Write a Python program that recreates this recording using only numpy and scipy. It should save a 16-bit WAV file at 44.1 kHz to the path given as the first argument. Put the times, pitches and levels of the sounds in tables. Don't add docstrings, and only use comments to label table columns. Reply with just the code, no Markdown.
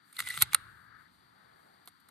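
import sys
import numpy as np
from scipy import signal
from scipy.fft import rfft, irfft
from scipy.io import wavfile
from scipy.ndimage import uniform_filter1d, minimum_filter1d

SR = 44100
rng = np.random.default_rng(int(sys.argv[2]) if len(sys.argv) > 2 else 0)


def wav_record(signal):
    frames = np.transpose(np.atleast_2d(signal))
    bounded = np.clip(frames, -1, 1)
    quanta = np.round(bounded * 32767).astype(np.int16)
    wavfile.write(sys.argv[1], SR, quanta)


N = 92610
TIME_S = np.arange(N) / SR
BIN_HZ, FILTER_HZ = np.fft.rfftfreq(N, 1 / SR), np.fft.rfftfreq(4096, 1 / SR)

# start in seconds, level in dB, decay in ms, low knock in dB, treble in dB,
# ping of the struck part in Hz, ping boost in dB.
CONTACTS = [(0.1266, -55, 6.3, 2, -0.5, 9000, 12.5), (0.166, -38.5, 4.9, -10.5, -9.5, 4200, 11),
            (0.186, -46.5, 6.5, -1, 5, 1276, 9.5), (0.191, -28.5, 2.5, 1, -6.5, 12100, 3),
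            (0.203, -22.5, 1.6, -5.5, -10.5, 2010, 8.5), (0.2235, -40.5, 2.4, 1.5, -15, 3500, 4.5),
            (.2725, -33.5, 2.07, 1.5, -9.5, 2010, 4.5), (0.276, -41, 3.6, -3.5, -18.5, 3000, 17.5),
            (0.2877, -35.5, 0.92, -6.5, -4, 8500, 12), (.3018, -35.5, 4.2, -14.5, -4, 4534, 1.5),
            (0.341, -43, 1.6, -16, -1, 15500, -0.5), (0.3749, -26.5, 2.4, -2, -12, 1400, 2),
            (0.388, -34.5, 2.6, -9, -12, 15500, 16), (0.4082, -43.5, 3.1, -2.5, 3.5, 4000, 18),
            (.4140, -30.5, 2.48, -1.5, -1, 4100, 5), (0.4169, -30, 1.2, 4.5, -8, 8500, 4.5),
            (0.4217, -15, 1.5, 0.5, 6, 10400, 5.5), (0.425, -26, 1.2, -8, 1.5, 11850, 13.5),
            (.5200, -43.5, 25, -3, -24, 2450, 22.5), (0.5321, -27, 3.9, -0.5, -5.5, 6300, 10),
            (0.5454, -21, 3.17, -1, 1, 9050, 13.5), (1.856, -72.5, 7, -7, 11, 12500, 14),
            (1.8747, -42.5, 1.5, -9.5, -6.5, 4400, -6.5), (1.878, -57, 12.3, -4, 4.5, 400, 22.5),
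            (2, -68.5, 11, -14, 1, 12680, 10), (2.086, -64.5, 6.4, 0.5, 7, 350, 22)]
# frequency in Hz, level in dB, t60 in seconds.
GUN_MODES = [(840, -9, .026), (1200, 1, .022), (1330, 5, .02), (1480, -2, .018), (1990, -1, .014),
             (2180, -3, .02), (3420, -2, .013), (3850, 2, .012), (4285, 2, .02), (4850, -4, .014),
             (8200, -5, .009), (9050, -2, .009), (9750, -4, .009), (11850, -3, .009)]
# frequency in Hz, gain in dB.
STEEL_SPECTRUM = [(40, -30), (150, -24), (380, -20), (600, -22), (1000, -18), (2450, -15), (2800, -10),
                  (4000, -8), (5700, -16), (7000, -10), (9000, -3), (12000, -2), (13300, -7), (14600, -12),
                  (15800, -39.5)]
# start in seconds, peak in dB, pitch in Hz, decay in seconds.
PART_RINGS = [(.1895, -32, 3640, 0.00066), (.202, -39, 1100, .0015), (.2025, -36.5, 3350, .001),
              (.2025, -24, 2000, .0015), (.301, -47, 4460, .003), (.42, -47, 385, .004),
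              (.422, -35, 850, 0.0034), (.422, -26, 1212, .0018), (.422, -24.5, 3400, .0015),
              (.422, -33.5, 4270, 0.0022), (.532, -40, 830, 0.0033), (.5325, -31.5, 2250, .0013),
              (.538, -52, 175, .005), (.5472, -21.5, 1257, .0013), (.5465, -20, 2000, .0009),
              (.5465, -27.5, 2717, .0012), (.546, -18.5, 3844, .0009), (.546, -18, 4170, 0.0011),
              (.546, -26, 4810, .001), (.551, -53, 554, 0.0033), (1.8749, -43.5, 4260, 0.00072),
              (1.8749, -46.5, 1010, 0.00092), (1.875, -53, 746, 0.0025), (1.878, -64, 440, 0.0031)]
# time in seconds, level in dB.
SCRAPE_LEVEL = [(.05, -88), (.135, -70), (.16, -53), (.18, -60.5), (.195, -39), (.232, -53), (.27, -45),
                (.315, -45.5), (.35, -45), (.40, -45.5), (.425, -25), (.447, -57), (.50, -77),
                (.528, -49.5), (.56, -56.5), (.60, -75), (.68, -105)]
# frequency in Hz, gain in dB.
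SCRAPE_SPECTRUM = [(100, 7), (600, 5), (1000, 1), (1330, -5), (1650, 3), (2000, 1), (2500, 12), (3100, 7),
                   (4000, 0), (6000, 5), (7700, 4), (9500, 0), (12000, -6), (15000, -7.5)]
# time in seconds, level in dB, pitch in Hz.
TUBE_TONE = [(.174, -78.5, 1999), (.186, -42, 2039), (.207, -40, 1989), (.220, -64, 2020),
             (.262, -51.5, 2030), (.272, -38.5, 2020), (.281, -53, 2020), (.296, -42, 1988),
             (.306, -31, 1957), (.313, -47.5, 2010), (.365, -46.5, 2016), (.41, -65, 2000)]
# start in seconds, peak in dB, pitch in Hz, decay in seconds.
STOCK_THUMPS = [(.205, -55.5, 141.5, 0.0077), (0.378, -47, 142, 0.0087), (.422, -35, 122, 0.0051),
                (.429, -47.5, 73.7, .007)]
# time in seconds, level in dB.
RUMBLE_LEVEL = [(0, -102), (.16, -82), (.23, -58.5), (.33, -66.5), (.42, -60.5), (.52, -60.5), (.68, -64),
                (.85, -69), (.97, -68.5), (1.08, -77), (2.1, -82.5)]
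# frequency in Hz, gain in dB.
RUMBLE_SPECTRUM = [(20, -20), (45, -16), (70, -1.5), (115, 2), (200, -9.5), (400, -18.5), (900, -42.5),
                   (4000, -74)]
# level in dB, t60 in seconds, roll-off in Hz.
ECHOES = [(-26, .04, 3800), (-30, 0.7, 4200)]
# time in seconds, level in dB, centre in Hz, left minus right in dB.
HISS_SWELL = [(.40, -69, 1494, 5), (.46, -60.5, 1506, 1.5), (.58, -58, 1476, 11), (.66, -55, 1496, 11),
              (.78, -60, 1522, 13), (.87, -60.5, 1500, 13), (.96, -54.5, 1495, 18.5), (1.02, -61, 1567, 18),
              (1.07, -66.5, 1800, 23), (1.12, -92, 1988, 16)]
# frequency in Hz, relative density in dB, left minus right in dB.
HUSH_SPECTRUM = [(20, -28.5, 3), (58.64, -15, 2.5), (150, 5.5, 0), (330, 1, -7), (556, -4, 2.5),
                 (915, 3, -1), (1300, 7.5, 16.5), (1754, 5.5, 17), (2150, -1.5, 10), (2610, -14.5, 0.5),
                 (3410, -7.5, 6.5), (4100, -5, 12.5), (4620, -6.5, 18.5), (5230, -20, 6), (6600, -23, 5),
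                 (8800, -16.5, -12), (10400, -23.5, -3.5), (12800, -19, 1.5), (13700, -28.5, 2.5),
                 (16030, -42.5, -4)]
# time in seconds, gain in dB.
HUSH_LOW_GAIN = [(0, -6.5), (0.299, -3.5), (.8, 1.5), (1.169, -4.5), (1.4, 2), (1.68, 6.5), (1.85, -0.5),
                 (1.94, -12), (2.1, 2.5)]
HUSH_MID_GAIN = [(0, -3), (.4, 1), (1.0, 4.5), (1.12, -7.5), (1.22, -4), (1.38, 0), (1.6, 0), (1.8, -2.5),
                 (1.92, -3.5), (2.1, -2.5)]
HUSH_TREBLE_GAIN = [(0, -6), (0.081, 12), (.55, 6.5), (.68, 8.5), (0.849, 7), (.92, -3), (1.02, 6.5),
                    (1.09, -1.5), (1.14, 5), (1.22, 2), (1.5, 1.5), (1.62, 7.5), (1.78, 2.5), (2.1, 2.5)]
# frequency in Hz, left minus right in dB.
PORT_BALANCE = [(100, -3), (400, -2), (800, 0), (1500, .5), (4200, 2.5), (7000, -1), (8900, -6),
                (10500, -1), (16000, 0)]
# frequency in Hz, coherence from 0 to 1.
PORT_COHERENCE = [(100, 1), (400, 0.23), (1200, 1), (2000, 0.83), (3500, 0.48), (7000, 0.49), (9000, 0.58),
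                  (12000, 0.98), (16000, 1)]
# frequency in Hz, left lead in radians.
PORT_LEAD = [(40, .3), (130, .7), (300, 1.4), (700, 1.7), (1250, .9), (2000, .2), (3300, 1.1), (4300, .7),
             (6400, .1), (8100, -.5), (9400, .8), (11300, 0), (16000, 0)]


def contacts(knock_edge_hz=2200, treble_edge_hz=4000, ping_width_hz=380):
    out, body = np.zeros((2, N)), gun_response()
    low = 1 / (1 + (FILTER_HZ / knock_edge_hz) ** 8)
    high = 1 - 1 / (1 + (FILTER_HZ / treble_edge_hz) ** 6)
    for start_s, db, decay_ms, knock_db, treble_db, ping_hz, ping_db in CONTACTS:
        ping = np.sqrt(1 + (amp(ping_db) ** 2 - 1) * resonance(ping_hz, ping_width_hz) ** 2)
        gain = body * ping * amp(db + knock_db * low + treble_db * high)
        add(out, start_s, radiate(chatter(decay_ms / 1000), chatter(decay_ms / 1000), gain))
    return out


def chatter(decay_s, attack_s=0.0005, rattle_db=-20, rattle_stretch=0.8):
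    t = np.arange(4096) / SR
    fade = np.exp(-(t / decay_s) ** 2) + amp(rattle_db) * np.exp(-t / decay_s / rattle_stretch)
    envelope = (1 - np.exp(-t / attack_s)) * fade + 1e-9
    burst = rng.standard_normal(len(t)) * envelope
    for _ in range(4):
        bins = rfft(burst)
        burst = irfft(bins / (abs(bins) + 1e-12))
        burst *= envelope / np.sqrt(abs(uniform_filter1d(burst ** 2, size=24)) + 1e-14)
    return burst / np.linalg.norm(burst) * np.sqrt(SR / 200)


def gun_response(skirt_hz=700):
    mode_power = 0
    for hz, db, t60_s in GUN_MODES:
        width_hz = np.log(1000) / np.pi / t60_s
        mode_power += (amp(db) * resonance(hz, width_hz) * resonance(hz, skirt_hz)) ** 2
    return unit(np.sqrt(amp(spectrum(STEEL_SPECTRUM)) ** 2 + mode_power))


def struck_parts(rows):
    out, t = np.zeros((2, N)), np.arange(SR // 5) / SR
    for start_s, db, hz, decay_s in rows:
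        envelope = amp(db) * t / decay_s * np.exp(1 - t / decay_s)
        add(out, start_s, envelope * np.sin(2 * np.pi * hz * t))
    return out


def slide_scrape(slips_per_s=3500, spread_db=3.5, grip_db=3.8, grip_rate_hz=60):
    sizes = amp(spread_db * np.minimum(rng.exponential(1, (2, N)), 4))
    signs = rng.choice([-1, 1], (2, N))
    slipping = rng.random((2, N)) < slips_per_s / SR
    slips = unit(sizes * signs * slipping) * amp(curve(SCRAPE_LEVEL))
    force, bands_hz = np.zeros((2, N)), np.geomspace(1100, 14000, 26)
    for weights in np.eye(len(bands_hz)):
        band = np.interp(BIN_HZ, bands_hz, weights)
        grip = unit(amp(grip_db * wander(grip_rate_hz)))
        force += irfft(rfft(slips) * band, N) * grip
    return radiate(*force, unit(gun_response() * amp(spectrum(SCRAPE_SPECTRUM))))


def tube_sing(jitter_hz=27.5, flutter=.25):
    hz = curve(TUBE_TONE, column=2) + jitter_hz * wander(rate_hz=110)
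    level = gated_level(TUBE_TONE) * (1 + flutter * wander(rate_hz=220))
    return np.sqrt(2) * level * np.sin(2 * np.pi * np.cumsum(hz) / SR)


def handling():
    motion = rng.standard_normal((2, N)) * amp(curve(RUMBLE_LEVEL))
    return struck_parts(STOCK_THUMPS) + radiate(*motion, unit(amp(spectrum(RUMBLE_SPECTRUM))))


def scatter(source, delay_s=.004):
    out, t = np.zeros((2, N)), np.arange(SR // 2) / SR
    for db, t60_s, edge_hz in ECHOES:
        for side in range(2):
            tail = rng.standard_normal(len(t)) * (t > delay_s) * 1000 ** (-t / t60_s)
            tail = colour(tail, 1 / (1 + (FILTER_HZ / edge_hz) ** 3))
            out[side] += amp(db) * signal.fftconvolve(source[side], tail / np.linalg.norm(tail))[:N]
    return out


def hiss_swell(half_width_hz=330):
    carrier = np.exp(2j * np.pi * np.cumsum(curve(HISS_SWELL, column=2)) / SR)
    baseband = wander(half_width_hz) + 1j * wander(half_width_hz)
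    hiss = unit((baseband * carrier).real) * gated_level(HISS_SWELL)
    lean = amp(curve(HISS_SWELL, column=3))
    return hiss * np.array([lean, np.ones(N)]) * np.sqrt(2 / (1 + lean ** 2))


def outdoor_hush(base_db=-62.5, waver_db=.6, coherence=0.63, thin_band_db=10):
    left, other = rng.standard_normal((2, N))
    right = coherence * left + np.sqrt(1 - coherence ** 2) * other
    lean = amp(spectrum(HUSH_SPECTRUM, column=2))
    shape_db = spectrum(HUSH_SPECTRUM) + thin_band_db * resonance(hz=4573, width_hz=95) ** 2
    gain = amp(shape_db) / np.sqrt(1 + lean ** 2)
    hush = unit(np.array([colour(left, gain * lean), colour(right, gain)]))
    hush *= amp(base_db + waver_db * wander(rate_hz=3.2))
    for centre_hz, rows in (550, HUSH_LOW_GAIN), (1550, HUSH_MID_GAIN), (11000, HUSH_TREBLE_GAIN):
        hush = ride_band(hush, centre_hz, rows)
    return hush


def ride_band(x, centre_hz, rows, half_width_oct=.75):
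    distance = np.log2((BIN_HZ + 1) / centre_hz) / half_width_oct
    band = irfft(rfft(x) * np.exp(-distance ** 4), N)
    return x + band * (amp(curve(rows)) - 1)


def radiate(common, apart, gain):
    coherence = np.clip(spectrum(PORT_COHERENCE), 0, .995)
    mid = colour(common, gain * np.sqrt((1 + coherence) / 2))
    side = colour(apart, gain * np.sqrt((1 - coherence) / 2))
    lean = amp(spectrum(PORT_BALANCE) / 2)
    return np.array([colour(mid + side, lean), colour(mid - side, 1 / lean)])


def colour(x, gain):
    log_gain = np.log(np.maximum(gain, 1e-5))
    mirrored = np.r_[log_gain, log_gain[-2:0:-1]]
    taps = np.fft.ifft(np.exp(np.conj(signal.hilbert(mirrored)))).real
    return signal.fftconvolve(x, taps)[:len(x)]


def resonance(hz, width_hz):
    return 1 / np.sqrt(1 + ((FILTER_HZ ** 2 - hz ** 2) / (width_hz * (FILTER_HZ + 1))) ** 2)


def wander(rate_hz):
    return unit(irfft(rfft(rng.standard_normal(N)) / (1 + (BIN_HZ / rate_hz) ** 4), N))


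def spectrum(rows, column=1):
    rows = np.array(rows)
    return np.interp(np.log(FILTER_HZ + 1), np.log(rows[:, 0]), rows[:, column])


def curve(rows, column=1):
    rows = np.array(rows)
    return np.interp(TIME_S, rows[:, 0], rows[:, column])


def gated_level(rows):
    return amp(curve(rows)) * (TIME_S > rows[0][0]) * (TIME_S < rows[-1][0])


def add(mix, start_s, sound):
    part = mix[:, round(start_s * SR):][:, :sound.shape[-1]]
    part += sound[..., :part.shape[1]]


def amp(db):
    return 10 ** (np.asarray(db) / 20)


def unit(x):
    return x / np.sqrt(np.mean(x ** 2) + 1e-20)


def scene():
    metal = contacts() + struck_parts(PART_RINGS) + slide_scrape() + tube_sing()
    hush = outdoor_hush()
    return metal + scatter(metal) + handling() + hiss_swell() + hush


def record(dry):
    ceiling, cutoff_hz = .85, 16300
    lead_rad = np.interp(BIN_HZ, FILTER_HZ, spectrum(PORT_LEAD))
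    ports = irfft(rfft(dry) * np.exp(.5j * np.array([lead_rad, -lead_rad])), N)
    allowed_gain = ceiling / np.maximum(abs(ports).max(0), ceiling)
    limited = ports * uniform_filter1d(minimum_filter1d(allowed_gain, size=41), size=41)
    lowpass = signal.firwin(511, cutoff_hz, window=("kaiser", 9), fs=SR)
    return signal.oaconvolve(limited, lowpass[None], "same")


dry = scene()
out = record(dry)
wav_record(out)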